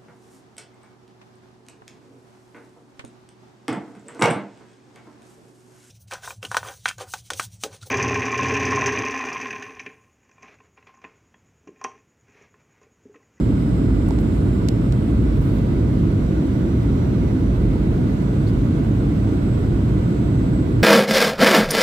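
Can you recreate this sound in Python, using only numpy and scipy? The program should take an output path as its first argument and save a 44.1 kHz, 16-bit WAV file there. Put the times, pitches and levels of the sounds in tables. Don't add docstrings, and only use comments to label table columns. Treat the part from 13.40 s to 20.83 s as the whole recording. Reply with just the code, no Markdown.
import sys
import numpy as np
from scipy import signal
from scipy.fft import rfft, irfft
from scipy.io import wavfile
from scipy.ndimage import uniform_filter1d

SR = 44100
rng = np.random.default_rng(int(sys.argv[2]) if len(sys.argv) > 2 else 0)


def transcribe(u):
    v = np.clip(np.atleast_2d(u).T, -1, 1)
    q = np.round(v * 32767).astype(np.int16)
    wavfile.write(sys.argv[1], SR, q)


def volts_from_db(level):
    exponent = np.asarray(level, float) / 20
    return 10 ** exponent


N = 327663

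# t/s, step of the fan-shaft tones f/Hz, core-shaft tone f/Hz
SHAFTS = [(0.0, 69.7, 7462), (0.6, 69.65, 7465), (1.0, 70.4, 7504), (1.5, 72.95, 7594), (2.0, 75.7, 7615),
          (2.5, 76.8, 7611), (3.1, 77.3, 7590), (4.0, 78.5, 7630), (5.0, 81.65, 7686), (6.0, 84.25, 7740),
          (6.5, 85.35, 7765), (7.0, 85.95, 7760), (7.43, 86.7, 7792)]


def read(points, hz):
    f, value = np.transpose(points)
    return np.interp(np.log(hz + 1), np.log(f + 1), value)


def evened(x):
    return x / np.sqrt(np.mean(x ** 2) + 1e-20)


def sides(pan_db):
    return volts_from_db(np.array([[.5], [-.5]]) * pan_db)


def drift(shape, *sizes):
    x = rng.standard_normal(shape)
    for axis, size in enumerate(sizes):
        x = uniform_filter1d(x, size, axis)
        x = uniform_filter1d(x, size, axis)
    return evened(x)


def airflow(spectrum, level_db, size, patchy_db, flicker_db, thrust_db_per_hz):
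    # f/Hz, width/Hz, lift/dB
    resonances = [(56, 14, 7), (110, 22, 3), (200, 10, 3), (266, 20, 2), (312, 25, 2), (955, 25, 3),
                  (1470, 60, 3), (2003, 40, 7), (2178, 65, 5), (5150, 150, 3), (7750, 50, 4),
                  (8450, 400, 3), (10245, 25, 4), (10440, 18, 6), (10542, 22, 5), (10835, 40, 6)]
    # middle t/s, length/s, lift/dB
    buffets = [(.55, 0.63, 3.5), (1.9, .5, 5), (4.3, 0.5, 4.5)]
    # f/Hz, correlation/1
    likeness = [(40, 0.8), (60, 0.97), (160, 0.99), (270, .93), (450, 0.7), (740, -0.22), (1220, -0.23),
                (2000, -0.027), (15000, -0.032)]
    # f/Hz, left minus right/dB
    balance = [(60, -1.5), (120, -1), (240, -1.5), (480, -0.5), (950, -10), (1890, -1.5), (3770, -3.5),
               (7520, -1.0), (15000, -3.5)]
    edge_hz, buffet_hz = 15830, 75
    lag_s, lag_top_hz = 0.00015, 500

    hop = size // 4
    frames, hz = N // hop + 9, np.fft.rfftfreq(size, 1 / SR)
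    shape_db = read(spectrum, hz)
    for f, width_hz, lift_db in resonances:
        shape_db = shape_db + lift_db / (1 + (2 * (hz - f) / width_hz) ** 2)
    shape_db[hz > edge_hz] = -200

    t = (np.arange(frames) * hop - size) / SR
    buffet_db = sum(db * np.exp(-(2 * (t - s) / length_s) ** 2) for s, length_s, db in buffets)
    fan_step_hz = np.interp(t, *np.transpose(SHAFTS)[:2])
    slow_db = np.outer(1 / (1 + (hz / buffet_hz) ** 6), buffet_db) + thrust_db_per_hz * fan_step_hz
    patches_db = patchy_db * drift((frames, len(hz)), 3, 9).T
    field_db = patches_db + flicker_db * drift(frames, 2) + slow_db

    a, b, c, d = rng.standard_normal((frames, len(hz), 4)).T
    right, apart = a + 1j * b, c + 1j * d
    same = np.clip(read(likeness, hz), -1, 1)[:, None]
    late = np.exp(-2j * np.pi * np.minimum(hz, lag_top_hz) * lag_s)[:, None]
    left = same * late * right + np.sqrt(1 - same ** 2) * apart
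    z = np.array([left, right])
    z *= volts_from_db(shape_db[:, None] + field_db) * sides(read(balance, hz))[..., None]
    x = signal.istft(z, nperseg=size, noverlap=size - hop)[1][:, size:size + N]
    return volts_from_db(level_db) * x / np.sqrt(np.mean(x.mean(0) ** 2))


def turbines():
    # fan steps/1, core tones/1, level before lift/dB, from step f/Hz, to step f/Hz
    tones = [(61, 0, -70, 83.2, 99), (62, 0, -70, 74.3, 77.4), (66, 0, -74, 76, 99), (74, 0, -65, 0, 99),
             (78, 0, -72, 75, 83.5), (86, 0, -70, 79.8, 99), (90, 0, -67, 85, 99), (98, 0, -74, 80.6, 99),
             (99, 0, -71, 70, 73), (111, 0, -69, 0, 70.9), (123, 0, -64, 0, 71.5), (0, 1, -65, 0, 99),
             (12, 1, -68, 0, 76)]
    # f/Hz, width/Hz, level/dB
    wall_modes = [(4700, 200, 0), (5145, 110, -1), (5345, 120, 3), (5550, 110, -3), (5760, 200, 0),
                  (6050, 180, -4), (6200, 50, -4), (6325, 100, 0), (7040, 260, 0), (7400, 120, -2),
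                  (7530, 150, 1), (7755, 90, 1), (7980, 70, 9), (8310, 110, -3), (8480, 70, 4),
                  (8690, 220, -1)]
    leak_db = -19
    duct_fade_hz, waver_db, wobble, lift_db = 0.21, 2.8, 0.0007, 2
    pan_hz, pan_db_per_octave = 6500, 5

    t, grid = np.arange(N) / SR, np.arange(0, 8, .02)
    s, fan_hz, core_hz = np.transpose(SHAFTS)

    def smoothed(shaft_hz):
        return uniform_filter1d(np.interp(grid, s, shaft_hz), 12, mode="nearest")

    def shaft_turns(shaft_hz):
        return np.cumsum(np.interp(t, grid, shaft_hz) * (1 + wobble * drift(N, 800))) / SR

    fan_hz, core_hz = smoothed(fan_hz), smoothed(core_hz)
    fan, core = shaft_turns(fan_hz), shaft_turns(core_hz)
    quarter_turn = np.array([[0], [1 / 4]])
    out = np.zeros((2, N))
    for steps, cores, db, low_hz, high_hz in tones:
        hz = steps * fan_hz + cores * core_hz
        wall = volts_from_db(leak_db)
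        for f, width_hz, mode_db in wall_modes:
            wall = wall + volts_from_db(mode_db) / (1 + (2 * (hz - f) / width_hz) ** 4)
        duct = np.clip(np.minimum(fan_hz - low_hz, high_hz - fan_hz) / duct_fade_hz, 0, 1)
        level = volts_from_db(db + lift_db + waver_db * drift((2, len(grid)), 1, 4))
        gain = level * wall * duct * sides(pan_db_per_octave * np.log2(hz / pan_hz))
        turns = steps * fan + cores * core + rng.random() + quarter_turn
        out += np.array([np.interp(t, grid, g) for g in gain]) * np.sin(2 * np.pi * turns)
    return out


def cloth():
    # t/s, length/s, lowest f/Hz, highest f/Hz, rms level before taper and pan/dB
    strokes = [(.79, .04, 11000, 15800, -58), (1.9, 0.34, 8500, 15800, -59.5),
               (2.17, .04, 6000, 15800, -63), (3.05, .04, 4000, 13000, -61),
               (5.063, 0.018, 4000, 4500, -50), (5.07, .04, 4200, 5100, -54),
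               (5.063, .055, 4300, 15000, -60)]
    pan_db, grain_db = -3, 2.2
    out = np.zeros((2, N))
    for s, length_s, low_hz, high_hz, db in strokes:
        size = round(length_s * SR)
        grain = rng.standard_normal((2, size)) * volts_from_db(grain_db * drift(size, 150))
        band = signal.butter(2, [low_hz, high_hz], "band", fs=SR, output="sos")
        bright = evened(signal.sosfilt(band, grain))
        stroke = volts_from_db(db) * sides(pan_db) * bright * signal.windows.tukey(size, .7)
        out[:, round(s * SR):][:, :size] += stroke
    return out


def ticks():
    # t/s, level before lift/dB, brightness/(dB per octave), knock level/dB, left minus right/dB
    events = [(0.6873, -35, 9, -31, -6), (0.7072, -32, -3, -26, -8), (0.7880, -32.5, -6.5, -35, -16),
              (1.2862, -19, -1.5, -42, -6), (1.5229, -29.5, -2, -44, -7), (2.1854, -37, -6, -38, -4.0)]
    # f/Hz, level/dB
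    snap = [(500, -33), (1500, -3.5), (2500, -3.5), (4000, 1.5), (5500, 1), (6400, -3), (7300, 1.5),
            (9500, -7.5), (16000, -18)]
    lift_db, tilt_pivot_hz, smear_s = 2.5, 5000, 0.000399
    echo_s, tail_db, tail_s = .0026, -13, 0.0014
    knock_hz, knock_rise_s = 880, .0013

    size = 2048
    t, hz = np.arange(size) / SR, np.fft.rfftfreq(size, 1 / SR)
    out = np.zeros((2, N + size))
    scatter = volts_from_db(tail_db) * np.exp(-abs(t - echo_s) / np.where(t < echo_s, tail_s / 4, tail_s))
    bump = t / knock_rise_s * np.exp(1 - t / knock_rise_s) * np.sin(2 * np.pi * knock_hz * t)
    for s, peak_db, tilt_db, knock_db, pan_db in events:
        colour = volts_from_db(read(snap, hz) + tilt_db * np.log2((hz + 1) / tilt_pivot_hz))
        delay_s = smear_s * (2 + drift((2, len(hz)), 1, 25))
        phase = 2 * np.pi * np.cumsum(delay_s, axis=1) * hz[1]
        crack = irfft(colour * np.exp(-1j * phase)) * (t < 2 * echo_s)
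        crack = crack / abs(crack).max()
        tail = scatter * evened(irfft(rfft(rng.standard_normal((2, size))) * colour))
        tick = volts_from_db(peak_db + lift_db) * (crack + tail) + volts_from_db(knock_db) * bump
        out[:, round(s * SR):][:, :size] += sides(pan_db) * tick
    return out[:, :N]


def scene():
    # f/Hz, relative density/(dB per Hz)
    rumble_spectrum = [(24, -32), (40, -9.5), (59, -2), (81, -6.5), (113, -0.5), (151, -4), (309, -7.5),
                       (507, -22), (676, -27.5), (790, -42.5), (900, -48.5), (1170, -59), (1980, -120)]
    # f/Hz, relative density/(dB per Hz)
    hiss_spectrum = [(410, -16.5), (700, -3), (798, -7.5), (1460, -8.5), (1800, -15), (2020, -15),
                     (2960, -19), (3890, -20.5), (5610, -30), (7890, -29), (9110, -35.5), (11100, -34.5),
                     (16000, -40)]
    rumble = airflow(rumble_spectrum, level_db=-16.5, size=4096, patchy_db=.5, flicker_db=0.08,
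                     thrust_db_per_hz=0)
    hiss = airflow(hiss_spectrum, level_db=-43, size=2048, patchy_db=0.63, flicker_db=0.27,
                   thrust_db_per_hz=0.0447)
    return rumble + hiss + turbines() + cloth() + ticks()


def top_cut(x):
    return signal.sosfilt(signal.butter(12, 16850, fs=SR, output="sos"), x)


def record(dry):
    threshold_db, slope = -17, 0.37
    cut = signal.sosfilt(signal.butter(3, 42, "high", fs=SR, output="sos"), dry)
    power = uniform_filter1d((cut ** 2).mean(0), 900)
    power_db = 10 * np.log10(abs(power) + 1e-12)
    held = cut / volts_from_db(slope * np.maximum(power_db - threshold_db, 0))
    return top_cut(held)


dry = scene()
out = record(dry)
transcribe(out)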